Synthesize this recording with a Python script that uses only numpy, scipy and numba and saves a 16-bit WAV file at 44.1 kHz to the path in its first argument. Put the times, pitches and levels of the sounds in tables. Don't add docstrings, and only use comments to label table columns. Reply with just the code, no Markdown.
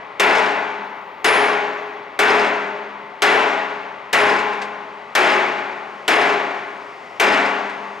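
import sys
import numpy as np
from scipy import signal
from scipy.fft import rfft, irfft
from scipy.io import wavfile
from scipy.ndimage import uniform_filter1d, map_coordinates
from numba import njit

SR = 44100
rng = np.random.default_rng(int(sys.argv[2]) if len(sys.argv) > 2 else 0)


def output_pcm(signal):
    pcm = np.clip(np.atleast_2d(signal).T, -1, 1) * 32767
    wavfile.write(sys.argv[1], SR, np.round(pcm).astype(np.int16))


N = 352800
PAD = SR

# (time [s], strength [dB], drum boom [dB], hum [dB], bark [dB], bell [dB], hammer ring [dB])
BLOWS = [(0.197, -7.5, 1, 4.5, -22, 1, 2), (1.244, -8, -3, -5, 1, 4.5, 16), (2.190, -8, 4, 7.5, 8, 4, 3),
         (3.22, -8, 1, 2.5, -5, 1, 4), (4.129, -9.5, 10.5, 7.5, -8, 5, 3),
         (5.151, -7.5, -9, 4, 15.5, -3, 3), (6.079, -9, 4.5, -0.5, 12, 1.5, 3.5),
         (7.198, -8.5, 4, 9, -3, -9, -15)]
EARLIER_BLOW = (-.8, -8, 0, 0, 0, 0, 0)


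def hammer_blows():
    blow_s, blow_db, *named_db, hammer_db = np.transpose([EARLIER_BLOW, *BLOWS])
    return blow_s, blow_db, np.array(named_db), hammer_db


# (frequency [Hz], relative level [dB], t60 [s])
DRUM_MODES = [(110, -22, 0.5), (206.5, -21, 2.48), (371, -20, 1.8), (416.3, -3, 1.78), (154.3, -28, 0.89),
              (250, -13, 0.88), (281.3, -12.5, 1.51), (400.3, -10, 2.25), (450.7, -3, 0.74),
              (562, -19.5, 2.8), (614, -10.5, 1.46), (640, -13, 1.77), (654, -13, 1.1), (709, -7.5, 1.46),
              (755, -12.5, 0.93), (811, -5.5, 1.31), (838, -5.5, 1.57), (883, -11.5, 1.76),
              (884, -12.5, 2.67), (968, -17.5, 3.36), (1047, -8, 1.86), (1070, -18, 2.6),
              (1143, -17.5, 2.65), (2100, -28, 1)]
DRUM_BLOOM_S, DRUM_SCATTER_DB = 0.052, 3
CONTACT_S = 0.00083


def drum_ring(blow_s, blow_db, named_db):
    count = len(named_db)
    named = ring(blow_s, blow_db + named_db, DRUM_MODES[:count], 0, CONTACT_S)
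    shell = ring(blow_s, blow_db, DRUM_MODES[count:], DRUM_SCATTER_DB, DRUM_BLOOM_S)
    return named + shell


# (frequency [Hz], relative level [dB], t60 [s])
CHISEL_MODES = [(3337, -21, .8), (5034, -15, .5), (5058, -12, .5), (5088, -19, .45), (8785, -29, .3)]
# (frequency [Hz], relative level [dB], t60 [s])
HAMMER_MODES = [(9957, -22, .45)]
CHISEL_RING_DB, TOOL_BLOOM_S = -3, .04


def tool_ring(blow_s, blow_db, hammer_db):
    chisel = ring(blow_s, blow_db + CHISEL_RING_DB, CHISEL_MODES, 0, TOOL_BLOOM_S)
    hammer = ring(blow_s, blow_db + hammer_db, HAMMER_MODES, 0, TOOL_BLOOM_S)
    return chisel + hammer


# (frequency [Hz], relative level per Hz [dB])
CRACK_COLOUR = [(60, -60), (200, -28), (600, -4), (1230, -13), (1700, -2), (3190, -3.5), (4570, -9.5),
                (7450, -14.5), (15000, -29), (16300, -41)]
CRACK_DB, CRACK_T60_S = -4, 0.15


def crack(blow_s, blow_db):
    return burst(blow_s, blow_db + CRACK_DB, CRACK_COLOUR, CRACK_T60_S)


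# (time [s], level [dB])
TICKS = [(0.3506, -20), (2.4304, -34), (4.3889, -30), (4.4394, -61), (4.5311, -36), (4.6155, -25),
         (7.2474, -27), (7.3352, -29), (7.3726, -29), (7.6949, -35.5)]
# (frequency [Hz], relative level per Hz [dB])
TICK_COLOUR = [(300, -8.5), (1500, 10), (4000, -0.5), (8000, -13.5), (12000, -32), (16000, -39)]
TICK_T60_S, TICK_RING_DB = 0.14, 2.5
BOUNCES, BOUNCE_WITHIN_S = 12, .3
BOUNCE_DB, BOUNCE_SCATTER_DB, BOUNCE_FADE_DB_PER_S = -15, 3, 67
BOUNCE_RING_DB, BOUNCE_RING_T60_S = 13.5, 0.077


def chisel_ticks(blow_s, blow_db):
    late_s = BOUNCE_WITHIN_S * rng.random((len(blow_s), BOUNCES))
    scatter_db = BOUNCE_SCATTER_DB * rng.standard_normal(late_s.shape)
    bounce_db = blow_db[:, None] + BOUNCE_DB - BOUNCE_FADE_DB_PER_S * late_s + scatter_db
    tick_s, tick_db = np.transpose(TICKS)
    contact_s = np.append(tick_s, blow_s[:, None] + late_s)
    spray_db = np.append(tick_db, bounce_db)
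    ring_db = np.append(tick_db + TICK_RING_DB, bounce_db + BOUNCE_RING_DB)
    held_modes = [(hz, mode_db, BOUNCE_RING_T60_S) for hz, mode_db, _ in CHISEL_MODES]
    spray = burst(contact_s, spray_db, TICK_COLOUR, TICK_T60_S)
    return spray + ring(contact_s, ring_db, held_modes, 0, CONTACT_S)


# (frequency [Hz], relative level per Hz [dB])
HALL_COLOUR = [(15, -63), (25, -46), (80, -29.5), (159, -18.5), (273, -9.5), (400, 0), (510, -2.5),
               (831, -2.5), (1200, -3.5), (1600, -4), (2100, -4), (2900, -11.5), (4480, -27.5), (7000, -35),
               (10100, -49), (13000, -51.5), (15500, -61), (16500, -96)]
# (frequency [Hz], t60 [s])
HALL_T60 = [(40, 0.28), (120, 2.33), (350, 1.39), (1000, 1.803), (2500, 1.354), (5000, 1.404),
            (8000, 1.085), (14000, 0.56)]
HALL_DB, HALL_TILT_DB_PER_OCTAVE = -0.5, 1.5
HALL_FILL_S = 0.005
CROWD_DB, CROWD_HZ = 2.5, 12
RATTLE_DB, RATTLE_RATE_HZ, RATTLE_FROM_HZ = 1, 110, 5000


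def hall(blow_s, blow_db):
    spectrum, hz = noise(HALL_COLOUR)
    ridges = uniform_filter1d(rng.standard_normal(len(hz)), int(CROWD_HZ / hz[1]))
    ridges_db = CROWD_DB * ridges / ridges.std()
    spectrum = spectrum * undb(ridges_db - CROWD_DB ** 2 * np.log(10) / 20)
    rattle = undb(RATTLE_DB * walk(RATTLE_RATE_HZ))
    out = 0
    for centre_hz in 2 ** np.arange(4.5, 14.6, .5):
        octaves_away = np.log2(hz / centre_hz + 1e-9)
        band = np.cos(np.pi * np.clip(octaves_away, -.5, .5)) ** 2
        tilt_db = HALL_TILT_DB_PER_OCTAVE * np.log2(centre_hz / 1000)
        hits = spikes(blow_s, undb(blow_db + HALL_DB + tilt_db))
        fill_s = HALL_FILL_S * (1000 / centre_hz) ** 0.073
        envelope = fade(hits, along(HALL_T60, centre_hz), fill_s)
        chatter = rattle if centre_hz > RATTLE_FROM_HZ else 1
        out = out + irfft(spectrum * band) * envelope * chatter
    return out


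WHINE_FROM_S, WHINE_ATTACK_S, WHINE_DB = 6.75, .15, -65
WHINE_FROM_HZ, WHINE_FULL_HZ, SPIN_UP_S = 4950, 10000, 3.3


def motor_whine():
    since = np.maximum(timeline() - WHINE_FROM_S, 0)
    hz = WHINE_FULL_HZ - (WHINE_FULL_HZ - WHINE_FROM_HZ) * np.exp(-since / SPIN_UP_S)
    phase = 2 * np.pi * np.cumsum(hz * (1 + .003 * walk(120))) / SR
    onset = np.minimum(since / WHINE_ATTACK_S, 1)
    return np.sin(phase) * onset * undb(WHINE_DB + 2 * walk(30))


# (frequency [Hz], relative level per Hz [dB])
AIR_COLOUR = [(2500, -28), (4500, 3.5), (6500, -3.5), (9000, -13), (13000, -25), (16000, -22)]
AIR_FROM_S, AIR_FULL_S, AIR_FROM_DB, AIR_GROWTH_DB_PER_S = 2.5, 6.5, -73, 3.5


def motor_air():
    growing_s = np.clip(timeline(), AIR_FROM_S, AIR_FULL_S) - AIR_FROM_S
    return irfft(noise(AIR_COLOUR)[0]) * undb(AIR_FROM_DB + AIR_GROWTH_DB_PER_S * growing_s)


# (frequency [Hz], relative level per Hz [dB])
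SHOP_COLOUR = [(15, -67), (25, -46), (108, -18.5), (154, -13), (197, -12), (510, -5), (600, -3.5),
               (1150, -1.5), (1250, -3.5), (1730, -13), (1930, -4), (3410, -19), (5420, -35), (14400, -66),
               (16500, -64)]
# (frequency [Hz], level [dB])
MACHINE_TONES = [(890, -60), (1098, -52), (2001, -55)]
SHOP_DB = -38


def far_machines():
    t = timeline()
    drone = irfft(noise(SHOP_COLOUR)[0]) * undb(SHOP_DB + 0.82 * walk(2.78))
    for hz, db in MACHINE_TONES:
        phase = 2 * np.pi * hz * t + 3.4 * walk(8.4)
        drone = drone + np.sin(phase) * undb(db + 3 * walk(16))
    return drone


# (frequency [Hz], relative level per Hz [dB])
HISS_COLOUR = [(11500, -44), (12400, 4), (13100, -8), (14200, 1), (15400, -48)]
HISS_FROM_S, HISS_TO_S, HISS_EDGE_S = .72, 3.9, .12
HISS_DB, HISS_SAG_DB_PER_S = -76, 3.5
HISS_SLIDE, HISS_SLIDE_S = .05, .25


def far_hiss():
    t = timeline()
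    since = np.maximum(t - HISS_FROM_S, 0)
    place = np.cumsum(1 - HISS_SLIDE * np.exp(-since / HISS_SLIDE_S))
    hiss = np.array([map_coordinates(x, [place], order=3) for x in irfft(noise(HISS_COLOUR)[0])])
    gate = np.clip(np.minimum(since, HISS_TO_S - t) / HISS_EDGE_S, 0, 1)
    return hiss * gate * undb(HISS_DB - HISS_SAG_DB_PER_S * since + 4 * walk(5))


# (frequency [Hz], shared power [0-1], left minus right [dB], left leads by [rad])
PORTS = [(30, .998, 0, 0), (150, .99, -.6, -.06), (300, .99, 0, 0), (430, .98, 1.3, 0), (600, .88, 5.5, 0),
         (780, .82, 8.7, -.4), (900, .74, 8.2, -.95), (1100, .66, 4, -.95), (1420, .78, 2.8, -.6),
         (2150, .82, 4, -.95), (2600, .79, 1, -.84), (4000, .79, .4, -.54), (7000, .85, -.5, -.26),
         (13000, .88, .3, -.15)]


def ports(paths):
    a, b = rfft(paths)
    hz = np.fft.rfftfreq(N + PAD, 1 / SR)
    shared, balance_db, lead = (along(np.array(PORTS)[:, [0, k]], hz) for k in (1, 2, 3))
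    like = np.sqrt(shared)
    mid = a * np.sqrt((1 + like) / 2)
    side = b * np.sqrt((1 - like) / 2)
    tilt = undb(balance_db / 2) * np.exp(.5j * lead)
    return irfft(np.array([(mid + side) * tilt, (mid - side) / tilt]))


@njit
def gain_control(x, top, power, attack, release, ahead):
    y, level = np.empty_like(x), 1e-6
    for i in range(x.shape[1]):
        j = min(i + ahead, x.shape[1] - 1)
        size = max(abs(x[0, j]), abs(x[1, j]))
        level += (size - level) * (attack if size > level else release)
        gain = min(1., top / level) ** power
        y[0, i], y[1, i] = x[0, i] * gain, x[1, i] * gain
    return y


def undb(db):
    return np.exp(np.asarray(db) * (np.log(10) / 20))


def timeline():
    return (np.arange(N + PAD) - PAD) / SR


def along(table, hz):
    at, value = np.transpose(table)
    return np.interp(np.log(hz + 1), np.log(at + 1), value)


def spikes(s, size):
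    out = np.zeros(N + PAD)
    out[np.round(np.asarray(s) * SR).astype(int) + PAD] = size
    return out


def fade(x, t60, rise_s):
    tail = signal.lfilter([1], [1, -np.exp(-np.log(1000) / (t60 * SR))], x)
    keep = np.exp(-1 / (rise_s * SR))
    return signal.lfilter([1 - keep], [1, -keep], tail)


def noise(table):
    hz = np.fft.rfftfreq(N + PAD, 1 / SR)
    white = rng.standard_normal((2, N + PAD))
    x = irfft(rfft(white) * undb(along(table, hz)))
    return rfft(x / x.std()), hz


def walk(rate):
    step = 16
    k = int(SR / rate / step)
    size = (N + PAD) // step + 1
    held = np.repeat(rng.standard_normal(size // k + 1), k)
    coarse = uniform_filter1d(uniform_filter1d(held, k), k)[:size]
    return np.interp(np.arange(N + PAD) / step, np.arange(size), coarse)


RING_DB, RING_FLUTTER_DB, RING_RISE_CYCLES = -10, 2.5, 9


def ring(s, db, modes, scatter_db, bloom_s):
    out, t = np.zeros((2, N + PAD)), np.arange(N + PAD) / SR
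    rows_db = np.broadcast_to(db, (len(modes), len(s)))
    for (hz, mode_db, t60), strike_db in zip(modes, rows_db):
        scatter = scatter_db * rng.standard_normal(len(s))
        hits = spikes(s, undb(strike_db + mode_db + RING_DB + scatter))
        flutter = undb(RING_FLUTTER_DB * walk(14))
        envelope = fade(hits, t60, RING_RISE_CYCLES / hz + bloom_s) * flutter
        phase = 2 * np.pi * hz * t + 1.36 * walk(11)
        out += envelope * np.array([np.sin(phase), np.cos(phase)])
    return out


def burst(s, db, colour, t60):
    return irfft(noise(colour)[0]) * fade(spikes(s, undb(db)), t60, CONTACT_S)


def scene():
    blow_s, blow_db, named_db, hammer_db = hammer_blows()
    steel = drum_ring(blow_s, blow_db, named_db) + tool_ring(blow_s, blow_db, hammer_db)
    near = steel + crack(blow_s, blow_db) + chisel_ticks(blow_s, blow_db)
    far = motor_whine() + motor_air() + far_machines() + far_hiss()
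    return ports(near + hall(blow_s, blow_db) + far)[:, PAD:]


HOLD_DB, RATIO = -6, 5.1
ATTACK_S, RELEASE_S, AHEAD_S = 0.0001, 0.014, 0.00138
TOP_HZ = 16300


def record(dry):
    power = 1 - 1 / max(RATIO, 1)
    attack, release = 1 / (ATTACK_S * SR), 1 / (RELEASE_S * SR)
    held = gain_control(dry, undb(HOLD_DB), power, attack, release, int(AHEAD_S * SR))
    return signal.sosfilt(signal.ellip(8, .2, 70, TOP_HZ, fs=SR, output="sos"), held)


dry = scene()
out = record(dry)
output_pcm(out)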